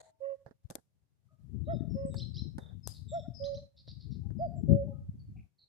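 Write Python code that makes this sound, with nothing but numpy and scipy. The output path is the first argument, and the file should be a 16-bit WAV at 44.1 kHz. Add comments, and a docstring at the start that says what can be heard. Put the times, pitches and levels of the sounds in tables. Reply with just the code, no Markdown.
"""The far echo of a cuckoo's "cuck" opens the scene, over faint hiss and light wind, as fingers brush the
microphone's case. The "oo" follows, a swelling hoot thrown back by the trees; then the holding hand knocks
and snaps: decaying thuds, case rattle and noise cracks. Wind noise gusts twice with a lull between, mostly
at the left port, with hard low pushes. From 1.6 s small birds whistle, chirp and rasp in trilled tones and
rattling noise, while the cuckoo gives three full "cuck-oo"s."""
import sys
import numpy as np
from scipy import signal
from scipy.fft import rfft, irfft
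from scipy.io import wavfile
from scipy.ndimage import uniform_filter1d

SR = 44100
rng = np.random.default_rng(int(sys.argv[2]) if len(sys.argv) > 2 else 0)


def wav_out(sig):
    """Save sig, one row per channel (or a flat mono array), as 16-bit PCM at SR to the path in sys.argv[1]."""
    wavfile.write(sys.argv[1], SR, np.round(np.clip(np.atleast_2d(sig).T, -1, 1) * 32767).astype(np.int16))


N = 250488
TIME = np.arange(N) / SR


def amp(db):
    """Decibels to gain."""
    return 10 ** (np.asarray(db) / 20)


def evened(x):
    """Scales to rms 1."""
    return x / np.sqrt(np.mean(x ** 2) + 1e-20)


def read(points, hz):
    """Reads a spectrum on a log-frequency axis."""
    f, value = np.transpose(points)
    return np.interp(np.log(hz + 1), np.log(f + 1), value)


def add(mix, s, sound):
    """Mixes a sound in at time s, cut off at the end of the mix."""
    part = mix[..., max(round(s * SR), 0):][..., :sound.shape[-1]]
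    part += sound[..., :part.shape[-1]]


def tinted(x, colour):
    """Filters a sound by a colour table."""
    gain = amp(read(colour, np.fft.rfftfreq(N, 1 / SR)))
    return irfft(rfft(x) * gain, N)


def noise(colour):
    """Two unrelated channels of coloured noise, rms 1 together."""
    return evened(tinted(rng.standard_normal((2, N)), colour))


def drift(rate_hz):
    """A random curve of rms 1 that moves mostly slower than rate_hz."""
    lowpass = 1 / (1 + (np.fft.rfftfreq(N, 1 / SR) / rate_hz) ** 4)
    return evened(irfft(rfft(rng.standard_normal(N)) * lowpass, N))


def bursts(rows):
    """A level curve of soft-edged bursts."""
    level = np.zeros(N)
    for s, length, db in rows:
        add(level, s, amp(db) * signal.windows.tukey(int(length * SR), .5))
    return level


def progress(length):
    """Runs from 0 to 1 over a note of this length in s."""
    return np.linspace(0, 1, int(length * SR))


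def trees(x, t60, onset_s):
    """Scatter from trunks and leaves: sparse taps that build up and die away, different at each port."""
    t = TIME[:SR]
    sparse = rng.standard_normal((2, SR)) * (rng.random((2, SR)) < .1)
    taps = sparse * amp(-60 * t / t60) * (1 - np.exp(-t / onset_s))
    taps = taps / np.linalg.norm(taps, axis=1, keepdims=True)
    return signal.fftconvolve(np.atleast_2d(x), taps, axes=1)[:, :N]


# spectrum of the open air: frequency_hz, relative_level_db
AIR_COLOUR = [(60, 16), (300, 15), (600, 10.5), (1200, 3), (3000, -0.5), (7000, -2.5), (14000, -5.5)]


def air(level_db=-80.5):
    """The faint hiss of the open air: steady coloured noise."""
    return amp(level_db) * noise(AIR_COLOUR)


# strength of the wind, two long gusts with a lull between: time_s, left_port_db, right_port_db
WIND_STRENGTH = [(0, -70.5, -75), (0.849, -70.5, -71.5), (1.358, -58, -73), (1.52, -37, -66),
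                 (1.72, -30, -57), (2.301, -38.5, -60.5), (2.448, -33.5, -59), (2.622, -45.5, -64),
                 (3.3, -41.5, -56), (3.62, -44.5, -58), (3.708, -66, -70.5), (3.92, -46.5, -59.5),
                 (4.149, -34, -54.5), (4.55, -33.5, -49), (4.73, -24, -46), (5.0, -44, -47),
                 (5.408, -44.5, -47.5), (5.539, -69, -82.5)]
# spectra of light and of strong wind: frequency_hz, relative_level_db
LIGHT_WIND_COLOUR = [(20, -34.5), (45, -16.5), (65, -3), (100, 0), (140, -2.5), (220, -17), (300, -26),
                     (400, -48.5), (550, -57), (1000, -81.5)]
STRONG_WIND_COLOUR = [(20, -28.5), (45, -16), (65, -11), (130, -4), (220, -1.5), (300, -12), (400, -17),
                      (600, -43), (800, -45), (1300, -88)]


def wind(lump_db=3.0, lump_hz=22, strong_db=-29):
    """Eddies buffet each port on its own; strong gusts reach higher in pitch."""
    times, *ports = np.transpose(WIND_STRENGTH)
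    gust = amp([np.interp(TIME, times, port) for port in ports])
    lumps = np.array([drift(lump_hz), drift(lump_hz)])
    gust = gust * evened(amp(lump_db * lumps))
    strong = gust / (gust + amp(strong_db))  # at strong_db this is one half
    light = np.sqrt(1 - strong ** 2)
    return gust * (light * noise(LIGHT_WIND_COLOUR) + strong * noise(STRONG_WIND_COLOUR))


# distant low-pitched birds, and at 0 s the far echo of an earlier "cuck",
# before direct and scatter gains: start_s, length_s, pitch_hz, level_db
FAR_NOTES = [(0.0, 0.11, 643, -58), (0.053, 0.052, 900, -64), (1.285, 0.022, 1250, -66.5),
             (1.303, 0.028, 631, -65.5), (4.226, 0.061, 811, -65), (4.875, 0.034, 827, -57),
             (4.924, 0.034, 1260, -68), (5.355, 0.018, 736, -66)]


def far_calls(wobble=0.0047, direct_db=-5, scatter_db=-3):
    """Short pure notes from deep in the wood, wavering in pitch, mostly heard as scatter."""
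    clock = np.cumsum(1 + wobble * drift(45)) / SR  # wobble is a share of the pitch
    song = np.zeros(N)
    for s, length, hz, db in FAR_NOTES:
        song += bursts([(s, length, db)]) * np.sin(2 * np.pi * hz * clock)
    return amp(direct_db) * song + amp(scatter_db) * trees(song, t60=.45, onset_s=0.0038)


# fingers brushing the case: start_s, length_s, level_db
FINGER_BRUSHES = [(0.0, 0.02, -53), (0.02, 0.061, -63.5), (0.068, 0.048, -66.5)]
# dull scrapes of the grip on the case, before the left port's cut: start_s, length_s, level_db
GRIP_SCRAPES = [(0.46, 0.041, -59), (2.60, 0.16, -63.5)]
# handling knocks, before port cuts: start_s, thud_db, thud_hz, crack_db, crack_decay_s, hiss_db
HAND_KNOCKS = [(0.4630, -39, 130, -56, .0099, -97.5), (0.5107, -44, 245, -80, .003, -99),
               (0.7015, -36.5, 182.7, -16.5, 0.0051, -63.5), (0.7091, -37.5, 224.3, -20, 0.0013, -88),
               (0.7540, -34, 287, -6, 0.0013, -76), (0.784, -47, 240, -53.5, 0.001, -90.5),
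               (2.143, -36, 400, -29, 0.0036, -71.5), (2.5824, -26.5, 241, -25, 0.003, -69.5),
               (2.8746, -44.5, 110, -4.5, 0.00078, -50), (3.878, -46.5, 256, -70, .002, -99),
               (4.305, -46.5, 340, -76, 0.0012, -99)]
# spectra of brushes, case rattle, and cracks with their hiss: frequency_hz, relative_level_db
BRUSH_SPECTRUM = [(200, -25.5), (450, 3.5), (750, 15.5), (1150, -7.5), (2000, -2), (2700, -19.5),
                  (4200, -0.5), (5200, -19), (6800, -1.5), (10000, -12.5), (14000, -40.5)]
CASE_SPECTRUM = [(100, -15.5), (450, 12), (800, 5.5), (1100, -6), (1700, -1.5), (2100, -15.5), (2600, -41),
                 (5000, -20), (14000, -66.5)]
CRACK_SPECTRUM = [(100, -13), (600, -1.5), (2200, -17.5), (3500, -6.5), (6000, -2.5), (9000, -1.5),
                  (12000, -5.5), (14000, -12.5)]


def handling(thud_cycles=1.0, case_db=-8, case_s=0.0064, ring_db=-27, ring_s=0.024, thud_left_db=-8,
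             crack_right_db=-21, hiss_t60=0.36, hiss_right_db=-8):
    """Each knock thuds and rattles in the case near the right port and cracks near the left one."""
    thuds, cracks, case, hiss = np.zeros((4, N))
    t = TIME[:SR // 2]
    # the case answers with a quick rattle and a weaker, longer ring
    rattle = amp(case_db) * np.exp(-t / case_s) + amp(ring_db) * np.exp(-t / ring_s)
    for s, thud_db, hz, crack_db, crack_s, hiss_db in HAND_KNOCKS:
        add(thuds, s, amp(thud_db) * np.sin(2 * np.pi * hz * t) * np.exp(-t * hz / thud_cycles))
        add(case, s, amp(thud_db) * rattle)
        crack = rng.standard_normal(len(t)) * np.exp(-t / crack_s)
        add(cracks, s, amp(crack_db) * crack / np.linalg.norm(crack))
        add(hiss, s, amp(hiss_db - 60 * t / hiss_t60))
    case_noise = (case + bursts(GRIP_SCRAPES)) * noise(CASE_SPECTRUM)
    low = (thuds + case_noise) * amp([[thud_left_db], [0]])
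    high = tinted(cracks, CRACK_SPECTRUM) * amp([[0], [crack_right_db]])
    tail = hiss * amp([[0], [hiss_right_db]]) * noise(CRACK_SPECTRUM)
    return low + high + tail + bursts(FINGER_BRUSHES) * noise(BRUSH_SPECTRUM)


# the long, level "oo", level before the droop:
# start_s, length_s, pitch_hz, level_db, left_port_db, overtones_db
OO_NOTES = [(0.202, 0.16, 552.4, -39.5, -13.5, -5.5), (1.945, 0.17, 549, -42.5, -9, -7),
            (3.396, 0.17, 562.8, -39, -16.5, -11), (4.677, 0.17, 560.9, -36.5, -10, -26)]
# the short, arching "cuck", level before the droop:
# start_s, top_pitch_hz, level_db, left_port_db, overtones_db
CUCK_NOTES = [(1.668, 679, -38, -9, 2), (3.115, 690.7, -38.5, -1, -4.5), (4.389, 701, -36, -3.5, -15)]
# weak overtones, added to each note's overtones_db: multiple, level_db
VOICE_OVERTONES = [(2, -32), (3, -51.5), (5, -52.5)]
# breathy edge of the voice: frequency_hz, relative_level_db
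HUSK_SPECTRUM = [(700, -38), (1350, -7.5), (1600, -5), (1950, 6), (2300, -25), (2800, -23.5), (4000, -45),
                 (14000, -71.5)]
# echoes from the trees, before their sway: delay_s, level_db
TREE_ECHOES = [(.045, -24), (.102, -22), (.139, -32.5)]
CUCK_S = 0.091  # length of a "cuck"
CUCK_SAG, OO_SAG = .24, 0.025  # share by which the pitch sags at both ends of a note


def cuckoo(edge_s=0.044, port_delay_s=0.0003, scatter_db=-26, rasp=0.46, first_echo_db=-6, droop_db=2,
           sway_hz=32, echo_sway=.45, husk_db=-45, pitch_jitter=.002):
    """A nearly pure hoot: "cuck" arches in pitch, "oo" stays level; the trees echo and scatter it."""
    voice, waver, grit = np.zeros((2, N)), drift(86), 1 + rasp * drift(61)
    husk = noise(HUSK_SPECTRUM)[0]
    notes = [(CUCK_SAG, s, CUCK_S, *rest) for s, *rest in CUCK_NOTES]
    notes += [(OO_SAG, *row) for row in OO_NOTES]
    for sag, s, length, hz, db, left_db, bright_db in notes:
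        t = TIME[:int(length * SR)]
        now = int(s * SR) + np.arange(len(t))
        arch = 1 - sag * (2 * t / length - 1) ** 2
        pitch = hz * arch * (1 + pitch_jitter * waver[now])
        phase = 2 * np.pi * np.cumsum(pitch) / SR
        swell = np.sin(np.pi / 2 * np.clip(np.minimum(t, length - t) / edge_s, 0, 1))
        swell = swell * amp(droop_db * (3.5 - t / length))  # lifted 7 dB at its start, 5 dB at its end
        # the overtones are uneven in level
        stack = sum(amp(bright_db + k_db) * np.sin(round(k) * phase) for k, k_db in VOICE_OVERTONES)
        overtones = swell * grit[now] * stack
        # breath favours the full-strength middle of the note
        overtones = overtones + amp(bright_db + husk_db) * swell ** 2 * husk[now]
        hoot = amp([[left_db], [0]]) * np.sin(phase)
        add(voice, s, np.sqrt(2) * amp(db) * swell * (hoot + overtones))
    # the first note echoes less than the later calls
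    sent = voice[1] * amp(first_echo_db * (TIME < 1))
    out = amp(scatter_db) * trees(sent, t60=0.58, onset_s=0.2)
    for delay, db in TREE_ECHOES:
        add(out, delay, amp(db) * sent)
    # the echoes waver in level and phase, which blurs their pitch
    sway = 1 + echo_sway * (drift(sway_hz) + 1j * drift(sway_hz))
    out = (signal.hilbert(out) * sway).real
    add(out[0], port_delay_s, voice[0])
    add(out[1], 0, voice[1])
    return out


# low pushes on the left port: a soft thud at 0.655 s, then hard wind buffets:
# centre_s, level_db, frequency_hz
LOW_PUSHES = [(0.655, -33, 91), (1.737, -24.5, 230), (1.809, -20.5, 226), (2.053, -20, 186),
              (2.423, -23.5, 155), (3.285, -25.5, 192), (4.125, -24.5, 152), (4.638, -17.5, 181.5),
              (4.734, -16, 187), (5.095, -24, 134)]


def low_pushes(cycles=0.55):
    """A soft thud, then wind buffets: each a quick push and pull, a sine under a bell curve."""
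    out, half = np.zeros((2, N)), SR // 32
    for s, db, hz in LOW_PUSHES:
        turns = hz * np.arange(-half, half) / SR
        push = np.sin(2 * np.pi * turns) * np.exp(-(turns / cycles) ** 2)
        add(out[0], s - half / SR, amp(db) * push)
    return out


# songbird levels in the next three tables are before flutter and scatter
# whistles: start_s, length_s, pitch_hz, level_db, trill_depth_hz, right_port_db
BIRD_WHISTLES = [(1.641, 0.18, 3693, -70.5, 70.3, 3), (1.711, 0.045, 5130, -72.5, 44, -3),
                 (1.889, 0.14, 5230, -68, 44.6, -1.5), (2.047, 0.14, 7815, -65.5, 124, 2.5),
                 (2.101, .13, 3620, -64.5, 59.7, -6.5), (2.363, .08, 5270, -58, 196, -1.5),
                 (2.586, 0.13, 3600, -65, 104.7, 0), (2.827, 0.11, 4940, -52, 70, -13),
                 (3.082, .07, 7360, -62.5, 84.8, 1), (3.071, .18, 3597, -62.5, 149.4, 2),
                 (3.125, 0.09, 5360, -64.5, 131, -7), (3.334, 0.13, 5014, -50, 174, -16.5),
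                 (4.104, .037, 5400, -72.5, 145, -1.5), (4.375, .12, 4760, -71.5, 30.28, -8),
                 (4.557, 0.047, 7330, -74.5, 30.05, 1), (5.191, 0.037, 4440, -69.5, 40, -7),
                 (5.362, .053, 2424, -69, 200, -2.5), (5.581, 0.07, 4130, -64, 234, 3)]
# two-part chirps: start_s, hook_delay_s, sweep_end_hz, sweep_db, hook_db (at mid-hook)
BIRD_CHIRPS = [(2.162, .035, 5690, -52.5, -47), (2.337, 0.028, 5600, -53.5, -47.5),
               (3.430, 0.0055, 6740, -61, -52), (3.529, 0.017, 6440, -60.5, -57.5)]
# a chattering bird's harsh notes, before rasp_db: start_s, level_db
BIRD_RASPS = [(2.93, -62.5), (3.76, -59.5), (3.866, -56.5), (3.993, -63), (4.103, -68)]
# spectrum of the harsh notes: frequency_hz, relative_level_db
RASP_SPECTRUM = [(1500, -40.5), (2000, -25), (2500, -24), (3100, -15), (3800, 7), (4800, 5.5), (5600, -5),
                 (6400, -62.5), (9000, -45)]
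SLUR = 0.057  # a whistle starts this share above its pitch and settles
SWEEP_S, SWEEP_FROM_HZ = 0.039, 4400  # a chirp starts with a trilled sweep
HOOK_S, HOOK_FROM_HZ, HOOK_TOP_HZ = 0.04, 2770, 4117  # then a clear hook
HOOK_PEAK = .7  # share of the hook's length at which it is highest
RASP_S, CHIRP_RASP_DB = 0.067, -3.5  # length of a rasp; its trim within a chirp, against the sweep


def songbirds(trill_hz=150, sweep_depth_hz=200, swell_db=12, scatter_db=-4, rasp_db=-2, rattle_db=-0.5,
              flutter_db=3.0, wobble_hz=38):
    """Slurred, trilled whistles, two-part chirps and harsh, rattling notes, smeared by the foliage."""
    harsh = [(s, RASP_S, db) for s, db in BIRD_RASPS]
    harsh += [(s, RASP_S, db + CHIRP_RASP_DB) for s, _, _, db, _ in BIRD_CHIRPS]
    rattle = evened(amp(rattle_db * drift(100)))
    rasps = amp(rasp_db) * bursts(harsh) * noise(RASP_SPECTRUM)[0] * rattle
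    song = np.ones((2, 1)) * rasps
    wobble = wobble_hz * drift(180)

    def note(s, glide, depth_hz):
        """A soft-edged tone that trills and wobbles around a pitch glide."""
        t = TIME[:len(glide)]
        trill = depth_hz * np.sin(2 * np.pi * (trill_hz * t + rng.random()))
        pitch = glide + trill + np.interp(s + t, TIME, wobble)
        return signal.windows.tukey(len(t), 1 / 4) * np.sin(2 * np.pi * np.cumsum(pitch) / SR)

    for s, length, hz, db, depth_hz, right_db in BIRD_WHISTLES:
        slur = hz * (1 + SLUR * (1 - progress(length)) ** 3)
        add(song, s, amp([[db], [db + right_db]]) * note(s, slur, depth_hz))
    for s, lag, end_hz, sweep_db, hook_db in BIRD_CHIRPS:
        sweep = SWEEP_FROM_HZ + (end_hz - SWEEP_FROM_HZ) * progress(SWEEP_S)
        add(song, s, amp(sweep_db) * note(s, sweep, sweep_depth_hz))
        u = progress(HOOK_S)
        hook = HOOK_TOP_HZ - (HOOK_TOP_HZ - HOOK_FROM_HZ) * (1 - u / HOOK_PEAK) ** 2
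        add(song, s + lag, amp(hook_db + swell_db * (u - .5)) * note(s + lag, hook, 0))
    song = song * evened(amp(flutter_db * drift(160)))  # the notes flutter in level
    return song + amp(scatter_db) * trees(song, t60=0.32, onset_s=0.012)


def suppressor(x, open_db=-62, depth_db=-8, window_s=.03):
    """Turns the sound down, by up to depth_db, whenever its short-term power falls to a quiet level."""
    power = abs(uniform_filter1d((x ** 2).mean(0), int(window_s * SR)))
    return x * amp(depth_db / (1 + power / amp(open_db) ** 2))


def scene():
    """All sources at the two ports."""
    return air() + wind() + far_calls() + handling() + cuckoo() + low_pushes() + songbirds()


def record(dry, low_cut_hz=36, edge_hz=14300):
    """The recorder's bass cut, noise suppressor and band limit."""
    bass_cut = signal.butter(2, low_cut_hz, "high", fs=SR, output="sos")
    sound = signal.sosfiltfilt(bass_cut, dry, padtype="even")
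    band_limit = signal.firwin(511, edge_hz, window=("kaiser", 9), fs=SR)
    return signal.oaconvolve(suppressor(sound), band_limit[None], "same")


dry = scene()
out = record(dry)
wav_out(out)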